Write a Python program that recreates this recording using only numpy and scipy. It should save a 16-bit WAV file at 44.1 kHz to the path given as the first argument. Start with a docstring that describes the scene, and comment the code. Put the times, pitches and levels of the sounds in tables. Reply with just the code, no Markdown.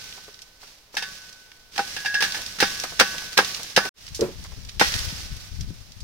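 """An orchard in a light wind: fruit is knocked from a tree with a long metal-tipped pole.
Each blow grazes the twigs, cracks on a branch and knocks home; between blows the pole taps lightly.
Contacts are bursts of coloured noise with decaying sine modes for the pole. Every one shakes the leaves,
a hiss with ticks; twigs snap and fruit pats on a plastic sheet, both as short noise bursts.
After a short silence the microphone is up among the leaves, where it is bumped and catches the wind."""
import sys
import numpy as np
from scipy import signal
from scipy.fft import rfft, irfft
from scipy.io import wavfile

SR = 44100
rng = np.random.default_rng(int(sys.argv[2]) if len(sys.argv) > 2 else 0)


def generate_wav(sig):
    """Save sig (samples, or channels by samples) to the path in sys.argv[1] as 16-bit PCM at SR."""
    pcm = np.round(np.clip(np.atleast_2d(sig).T, -1, 1) * 32767).astype(np.int16)
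    wavfile.write(sys.argv[1], SR, pcm)


N = 266011
TIME, HZ = np.arange(N) / SR, np.fft.rfftfreq(N, 1 / SR)
# below the tree until the silence starts, up in the crown once it ends
SILENCE_START_S, SILENCE_END_S = 3.893, 3.94

# Full blows of the pole on a branch:
# [crack t/s, graze lead/s, knock delay/s, crack level/dB, chatter t60/s, knock level/dB, ring level/dB,
#  mode favoured by the point of contact f/Hz, its boost/dB, leaves level/dB]
FULL_BLOWS = [(1.779, 0.021, 0.012, -18, 0.035, -20, -36, 810, 15.5, -36),
              (2.602, .017, .023, -15, 0.22, -11.5, -25.5, 1480, 2, -25),
              (2.9974, 0.0055, 0.011, -5, 0.062, -9, -25, 1147, 6.5, -26.5),
              (3.376, 0.005, 0.011, -6, 0.045, -9.5, -29.5, 1597, 15, -27),
              (3.763, 0.000896, .0112, -9, 0.067, -10, -23.5, 1746, 1.5, -29),
              (4.7958, 0.00073, 0.015, -16.5, 0.36, -8, -29, 1890, 37, -22.5)]
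# Light taps of the pole: [t/s, crack level/dB, ring level/dB, favoured mode f/Hz, its boost/dB]
LIGHT_TAPS = [(-.25, -45, -37, 1510, 10.5), (0.9682, -22, -30, 2648, 16), (1.023, -28, -34, 1510, 1),
              (1.964, -28, -39, 1650, 16.5), (2.048, -32.5, -36.5, 800, 12.5),
              (2.0584, -26, -29.5, 1653, 18), (2.1422, -25.5, -25, 1650, 19), (2.205, -20.5, -42, 1700, 13),
              (2.222, -16.5, -28.5, 1600, 6), (2.238, -21, -38.5, 1690, 12),
              (2.3443, -26.5, -32.5, 2700, 1)]
REBOUND_DB, REBOUND_T60_S = -9.5, 0.12  # second crack as the pole knocks home, against the first
CRACK_BODY_DB, CRACK_BODY_T60_S = -12.5, 0.079  # dull share of a blow's crack, against its bright part
CRACK_RING_DB = -0.5  # ring of the crack, against that of the knock
KNOCK_T60_S = 0.072
TAP_BODY_DB, TAP_T60_S = -13, 0.13  # dull share of a tap, against its crack; decay of both
TAP_FREE_DB = 2  # a tap leaves the pole free, so its low modes ring more than under a full blow


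def pole():
    """A blow grazes the twigs, cracks on the bark and a moment later knocks home; a tap only cracks and rings."""
    out = np.zeros((2, N))
    for s, lead, delay, crack_db, chatter, knock_db, ring_db, favoured_hz, boost_db, _ in FULL_BLOWS:
        add(out, s - lead, graze(crack_db))
        add(out, *contact(s, crack_db, chatter, crack_db + CRACK_BODY_DB, CRACK_BODY_T60_S,
                          ring_db + CRACK_RING_DB, favoured_hz, boost_db))
        add(out, *contact(s + delay, crack_db + REBOUND_DB, REBOUND_T60_S, knock_db, KNOCK_T60_S,
                          ring_db, favoured_hz, boost_db))
    for s, crack_db, ring_db, favoured_hz, boost_db in LIGHT_TAPS:
        add(out, *contact(s, crack_db, TAP_T60_S, crack_db + TAP_BODY_DB, TAP_T60_S,
                          ring_db, favoured_hz, boost_db, TAP_FREE_DB))
    return out


# Spectrum of the bright crack on bark: [f/Hz, relative level/dB per Hz]
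CRACK_SPECTRUM = [(300, -44), (900, -14), (1600, 3.5), (3000, 4), (6000, 1.5), (7300, -10), (9000, -7),
                  (11000, -16), (16000, -15)]
# Spectrum of the dull knock: [f/Hz, relative level/dB per Hz]
KNOCK_SPECTRUM = [(50, -30.5), (180, -6.5), (280, -6.5), (480, -3.5), (630, -10.5), (820, -7), (1400, 0.5),
                  (2500, -10), (6000, -53.5)]


def graze(crack_db, graze_db=-9.5, body_db=-5, t60=0.064, rise=0.003):
    """The pole brushes the twigs: a bright and a dull clatter, set against the level of the crack."""
    bright = burst(spectrum(CRACK_SPECTRUM), t60, rise)
    dull = burst(spectrum(KNOCK_SPECTRUM), t60, rise)
    return amp(crack_db + graze_db) * (bright + amp(body_db) * dull)


def contact(s, crack_db, chatter, knock_db, knock_t60, ring_db, favoured_hz, boost_db, free_db=0, damp_db=6.5):
    """One touch of pole and branch: a bright crack, a dull knock and a ring that later touches damp."""
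    # the pole is a little to the right before the silence and to the left after it
    if s < SILENCE_START_S:
        end, lag = SILENCE_START_S, -0.00006
    else:
        end, lag = N / SR, 0.00016
    ring = pole_ring(knock_db + free_db, ring_db, favoured_hz, boost_db, end - s, lag)
    starts = np.sort([row[0] for row in FULL_BLOWS + LIGHT_TAPS])
    later = starts[starts > s + 0.07]
    touches = np.searchsorted(later, s + np.arange(ring.shape[1]) / SR)
    out = ring * amp(-damp_db * touches)
    add(out, 0, amp(crack_db) * burst(spectrum(CRACK_SPECTRUM), chatter, rise=0.00046, lag=lag))
    add(out, 0, amp(knock_db) * burst(spectrum(KNOCK_SPECTRUM), knock_t60, rise=0.00096, lag=lag))
    return s, out


# Modes of the pole: [f/Hz before detuning, relative level/dB, t60/s]
POLE_MODES = [(194, -8.5, 0.13), (410, 2.5, 0.021), (505, 3, 0.064), (735, 0, 0.073), (799, 2.5, 0.12),
              (872, 8.5, 0.041), (1020, -37, 0.025), (1133, -19, 0.73), (1320, -28.5, .08),
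              (1510, -3.5, 0.48), (1509, -15.5, 2.2), (1603, -0.5, 0.11), (1659, -11, 0.92),
              (1707.5, 4.5, 0.16), (1690, -39.5, 0.24), (1917, -21.5, 0.75), (1830, -3.5, 0.23),
              (2125, -7, .1), (2370, -10.5, 0.16), (2710, -11, 0.51), (2700, 8.5, 0.04), (3210, -10, 0.15),
              (3470, -27.5, 0.087), (3280, -30, 0.25), (3675, -5.5, 0.25), (4800, -35.5, 0.27),
              (4750, -2.5, 0.16), (5220, 2, 0.11), (5840, -6.5, 0.11), (6100, -31.5, 0.29)]


def pole_ring(knock_db, ring_db, favoured_hz, boost_db, seconds, lag):
    """The pole's modes as decaying sines; the low ones follow the weight of the knock."""
    hz, db, t60 = np.transpose(POLE_MODES)
    heavy = np.clip(read([(600, 0.9), (1450, 0.0062)], hz), 0, 1)
    favour = boost_db * np.exp(-((hz - favoured_hz) / 35) ** 2)
    db = db + heavy * (knock_db - 8.5) + (1 - heavy) * ring_db + favour
    phase = rng.uniform(0, 2 * np.pi, len(hz))
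    scatter, grip = rng.standard_normal((2, len(hz)))
    hz = hz * (1 + 0.00073 * grip / t60)  # grip and branch detune the modes that they damp most
    apart = 2 * np.pi * hz * lag + scatter * hz / 3000  # the ports hear high modes out of step
    t = np.arange(int(seconds * SR)) / SR
    out = np.zeros((2, len(t)))
    for f, gain, life, p, d in zip(hz, amp(db), t60, phase, apart):
        u = t[:int(life * SR)]
        both_phases = np.array([[p], [p - d]])
        out[:, :len(u)] += gain * fall(u, life, 0.0012) * np.sin(2 * np.pi * f * u + both_phases)
    return out


# Fruit landing on the sheet at set times: [t/s, level/dB, centre f/Hz]
SET_FRUIT = [(.175, -40.5, 785), (0.279, -40, 490), (0.629, -40, 900), (.941, -36, 614), (2.837, -23, 940),
             (3.22, -34.5, 1120), (3.851, -22.5, 750), (4.446, -37, 1100), (4.517, -42, 700)]
FALL_S = 0.31  # from branch to sheet
FURTHER_FRUIT_PER_S, FURTHER_FRUIT_DB = 6.2, 3.5  # random fruit, against the rustle that loosened it


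def fruit(shake, crinkle_db=-13, further_hz=750, pat_t60=0.08):
    """Fruit pats and crinkles the slack sheet; after the first full blow more lands at random, loud as its rustle."""
    out = np.zeros((2, N))
    landings = [(s, amp(db), hz) for s, db, hz in SET_FRUIT]
    for s in chance(FURTHER_FRUIT_PER_S):
        loosened = s - FALL_S
        if FULL_BLOWS[0][0] < loosened and s < SILENCE_START_S:
            landings.append((s, amp(FURTHER_FRUIT_DB) * np.interp(loosened, TIME, shake), further_hz))
    for s, gain, centre_hz in landings:
        add(out, s, gain * burst(lambda hz: hump(hz, centre_hz, 7), pat_t60, rise=0.0018))
        add(out, s, gain * amp(crinkle_db) * burst(spectrum(LEAF_SPECTRUM), pat_t60, rise=0.00084))
    return out


# Twigs snapping and sprigs brushing at set times: [t/s, level/dB, centre f/Hz, t60/s]
SET_TWIGS = [(.1252, -27.5, 2730, 0.018), (.390, -36.5, 3300, .03), (.418, -34, 6500, .048),
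             (1.5165, -35, 1900, 0.024), (2.7987, -18.5, 6700, 0.026), (2.836, -23, 5500, .044),
             (4.146, -29.5, 7850, 0.18), (4.2084, -18, 6950, 0.027), (4.649, -33, 5030, .024),
             (4.693, -30.5, 3450, 0.037), (4.9908, -17, 6000, 0.017), (5.608, -29.5, 5940, 0.044),
             (5.919, -34, 4970, .022), (6.003, -38.5, 6200, 0.086)]
FLICKS_PER_S, FLICK_DB = 3.3, 14  # random flicks of stalks and leaves, against the rustle


def twigs(shake, flick_hz=4800, flick_t60=0.025):
    """Dry snaps, the foliage's colour tilted to a pitch; stalks and leaves flick at random, louder in strong rustle."""
    out = np.zeros((2, N))
    snaps = [(s, amp(db), hz, t60) for s, db, hz, t60 in SET_TWIGS]
    for s in chance(FLICKS_PER_S):
        gain = amp(FLICK_DB) * np.interp(s, TIME, shake)
        snaps.append((s, gain, flick_hz * 2 ** rng.uniform(-1, 1), flick_t60))
    for s, gain, centre_hz, t60 in snaps:
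        add(out, s, gain * burst(lambda hz: read(LEAF_SPECTRUM, hz) + hump(hz, centre_hz, 8.6), t60, rise=0.00069))
    return out


# Spectrum of the foliage: [f/Hz, relative level/dB per Hz]
LEAF_SPECTRUM = [(180, -9), (300, -15), (630, -14), (1120, -14.5), (1220, -11.5), (1420, -13),
                 (1490, -10.5), (1750, -9), (5750, -4), (7620, -14.5), (15500, -21.5)]


def leaves(shake, grains_per_s=900, spread_db=1.5, grain_db=-3, flutter_db=1.0, clump_db=2.5):
    """Leaves brush together after each shake and settle; the nearer ones tick out of the hiss in clumps."""
    sizes_db = spread_db * np.minimum(rng.exponential(1, (2, N)), 5) + clump_db * waver(90)
    sizes = amp(sizes_db) * rng.choice([-1, 1], (2, N))
    ticks = unit(sizes * (rng.random((2, N)) < grains_per_s / SR))
    hiss = rng.standard_normal((2, N))
    rustle = colour(hiss + amp(grain_db) * ticks, spectrum(LEAF_SPECTRUM))
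    return rustle * shake * amp(flutter_db * waver(65))


# The pole pushes through the foliage between blows: [t/s, rustle level/dB, t60/s]
POLE_SWINGS = [(-.05, -35, 1.56), (.59, -37, 0.65), (.923, -30.5, 0.29), (1.712, -34, 4.6),
               (3.95, -44.5, 11.9)]
SWING_RISE_S = 0.061  # a swing gathers leaves slightly more slowly than a blow
SHAKE_RISE_S, SETTLE_T60_S = 0.06, 1.355  # shaken leaves swell and settle
SWAY_DB, SWAY_T60_S = -11.5, 3  # the swaying branch keeps a few of them moving
TAP_SHAKE_DB = -13.5  # rustle that a tap starts, against its crack


def shaking():
    """Strength of the rustle over time: every blow, tap and swing sets leaves moving, and their powers add."""
    jolts = [(row[0], row[-1]) for row in FULL_BLOWS]
    jolts += [(s, db + TAP_SHAKE_DB) for s, db, *_ in LIGHT_TAPS]
    shakes = [(s, db, t60, SWING_RISE_S) for s, db, t60 in POLE_SWINGS]
    shakes += [(s, db, SETTLE_T60_S, SHAKE_RISE_S) for s, db in jolts]
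    shakes += [(s, db + SWAY_DB, SWAY_T60_S, SHAKE_RISE_S) for s, db in jolts]
    t = TIME[::64]
    power = np.zeros(len(t))
    for s, db, t60, rise in shakes:
        heard = (t < SILENCE_END_S) | (s > SILENCE_START_S)  # earlier shakes do not carry on up in the crown
        power += heard * (amp(db) * fall(np.maximum(t - s, 0), t60, rise)) ** 2
    return np.interp(TIME, t, np.sqrt(power))


# Bumps on the microphone's case: [t/s, level/dB]
CASE_BUMPS = [(4.193, -15.5), (4.2164, -6), (4.243, -19.5), (4.283, -26.5)]
# Modes of the case: [f/Hz, relative level/dB, t60/s]
CASE_MODES = [(445, 11.5, 0.033), (362.8, -2.5, 0.13), (553, -6.5, 0.081), (223, -15.5, 0.12)]


def bumps(scrape_db=-22, size=16384):
    """Something brushes the case, which gives a hollow bonk and a little scrape."""
    out, t = np.zeros((2, N)), np.arange(size) / SR
    port_phase = np.array([[0], [0.8]])
    bonk = sum(amp(db) * fall(t, t60, 0.0097) * np.sin(2 * np.pi * hz * t - port_phase)
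               for hz, db, t60 in CASE_MODES)
    for s, db in CASE_BUMPS:
        scrape = burst(lambda hz: hump(hz, 190, 5.4), t60=0.29, rise=0.00039)
        add(out, s, amp(db) * (bonk + amp(scrape_db) * scrape))
    return out


# Spectrum of the wind on the microphone: [f/Hz, relative level/dB per Hz]
WIND_SPECTRUM = [(15, -8.5), (40, 3), (100, -0.5), (190, -12.5), (350, -29.5), (1000, -60.5), (4000, -100)]
# Wind in shelter below the tree: [t/s, level/dB before below_db and the lumps]
SHELTERED_BREEZE = [(0.05, -57.5), (0.7, -72), (3.0, -51.5), (3.7, -65)]
# Wind up in the crown: [t/s, level/dB before crown_db and the lumps]
CROWN_BREEZE = [(3.98, -62), (4.12, -43), (5.35, -39), (5.48, -44), (5.6, -33), (5.87, -52), (6.03, -42.5)]
# Eddies at set times, thumping mostly the left port: [t/s, level/dB at the left port, centre f/Hz]
SET_EDDIES = [(4.393, -28.5, 108), (4.573, -30.5, 141), (5.124, -27, 114), (5.312, -20.5, 71),
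              (5.605, -19, 77.5), (5.704, -31.5, 170)]


def wind(below_db=1, crown_db=3, lumps_db=4.5, right_db=-10):
    """Eddies buffet the ports, mostly the left one, as lumpy low noise with a few thumps."""
    noise = rng.standard_normal((2, N))
    eddies = unit(irfft(rfft(noise) * amp(read(WIND_SPECTRUM, HZ)), N))
    lumps = lumps_db * np.array([waver(65), waver(45)])
    below = np.interp(TIME, *np.transpose(SHELTERED_BREEZE)) + below_db
    crown = np.interp(TIME, *np.transpose(CROWN_BREEZE)) + crown_db
    flow = eddies * amp(np.where(TIME < SILENCE_END_S, below, crown) + lumps)
    for s, db, centre_hz in SET_EDDIES:
        add(flow, s, amp(db) * burst(lambda hz: hump(hz, centre_hz, 21.4), t60=0.11, rise=0.0017))
    return flow * amp([[0], [right_db]])


# Spectrum of the far hush: [f/Hz, relative level/dB per Hz]
AIR_SPECTRUM = [(30, 4), (150, -11.5), (500, -8.5), (1500, -12), (5000, -10), (8000, -20), (16000, -20)]


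def far_hush(level_db=-56):
    """The far hush of the orchard: steady coloured noise."""
    return amp(level_db) * colour(rng.standard_normal((2, N)), spectrum(AIR_SPECTRUM))


def orchard(x, wet_db=-17, t60=0.23, echoes_per_s=2000):
    """Trunks and ground scatter a thin, short echo."""
    t = np.arange(SR // 2) / SR
    sparse = rng.random((2, len(t))) < echoes_per_s / SR
    echoes = rng.standard_normal((2, len(t))) * sparse * fall(t, t60, 0.0026)
    echoes = echoes / np.linalg.norm(echoes[0])
    return x + amp(wet_db) * signal.fftconvolve(x, echoes, axes=1)[:, :N]


def burst(shape_db, t60, rise, lag=0, size=16384):
    """A dying clatter of tiny contacts: coloured noise under a decay."""
    return colour(rng.standard_normal((2, size)), shape_db, lag) * fall(np.arange(size) / SR, t60, rise)


# Likeness of the sound at the two microphone ports: [f/Hz, likeness, clipped to 0-1 in use]
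PORT_LIKENESS = [(150, 1.63), (800, 0.53), (1600, 0.24), (3000, -0.16), (5000, -0.19), (8000, -0.19)]


def colour(x, shape_db, lag=0):
    """Gives two unrelated noises a spectrum, the likeness of the two ports and the lag of the right one."""
    hz, z = np.fft.rfftfreq(x.shape[1], 1 / SR), rfft(x)
    same = np.clip(read(PORT_LIKENESS, hz), 0, 1)
    right = same * z[0] + np.sqrt(1 - same ** 2) * z[1]
    z[1] = right * np.exp(-2j * np.pi * hz * lag)
    return unit(irfft(z * amp(shape_db(hz)), x.shape[1]))


def hump(hz, centre_hz, slope_db):
    """A broad resonance, in dB, whose skirts fall by slope_db an octave."""
    return -slope_db * (np.hypot(np.log2((hz + 1) / centre_hz), 0.5) - 0.5)


def spectrum(points):
    """Turns a table of levels into a function of frequency."""
    return lambda hz: read(points, hz)


def read(points, hz):
    """Reads a table on a log-frequency axis."""
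    f, value = np.transpose(points)
    return np.interp(np.log(hz + 1), np.log(f), value)


def fall(t, t60, rise):
    """A quick rise and an exponential decay."""
    return (1 - np.exp(-t / rise)) * amp(-60 * t / t60)


def waver(rate):
    """Slow random motion of rms 1, through rate random points a second."""
    knots = rng.standard_normal(4096)
    return unit(np.interp(TIME * rate, np.arange(len(knots)), knots))


def chance(per_s, count=80):
    """Random moments through the scene, on average per_s of them a second."""
    times = np.cumsum(rng.exponential(1, count)) / per_s
    return times[times < N / SR]


def amp(db):
    """Decibels to gain."""
    return 10 ** (np.asarray(db) / 20)


def unit(x):
    """Scales to rms 1."""
    return x / np.sqrt(np.mean(x ** 2) + 1e-20)


def add(mix, s, sound):
    """Mixes a stereo sound in at time s, cutting what falls outside."""
    start = round(s * SR)
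    sound = sound[:, max(-start, 0):]
    part = mix[:, max(start, 0):][:, :sound.shape[1]]
    part += sound[:, :part.shape[1]]


def scene():
    """Pole, fruit and twigs echo in the orchard, with leaves, bumps, wind and the far hush."""
    shake = shaking()
    echoing = orchard(pole() + fruit(shake) + twigs(shake))
    return echoing + leaves(shake) + bumps() + wind() + far_hush()


# Balance of the two microphone ports: [f/Hz, left minus right level/dB]
PORT_BALANCE = [(150, 0), (1600, -1), (3000, -1.5), (5000, -6.5), (7000, -0.5), (9000, 1), (15000, -1.5)]


def record(dry, edge_hz=15900):
    """Port colour, the brief silence, overload and the band limit."""
    balance_db = np.array([[0.5], [-0.5]]) * read(PORT_BALANCE, HZ)
    x = irfft(rfft(dry) * amp(balance_db), N)
    corners = [SILENCE_START_S - 0.002, SILENCE_START_S, SILENCE_END_S, SILENCE_END_S + 0.05]
    gate = np.interp(TIME, corners, [1, 0, 0, 1])
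    low_pass = signal.firwin(511, edge_hz, window=("kaiser", 9), fs=SR)
    return signal.oaconvolve(np.clip(x * gate, -1, 1), low_pass[None], "same")


dry = scene()
out = record(dry)
generate_wav(out)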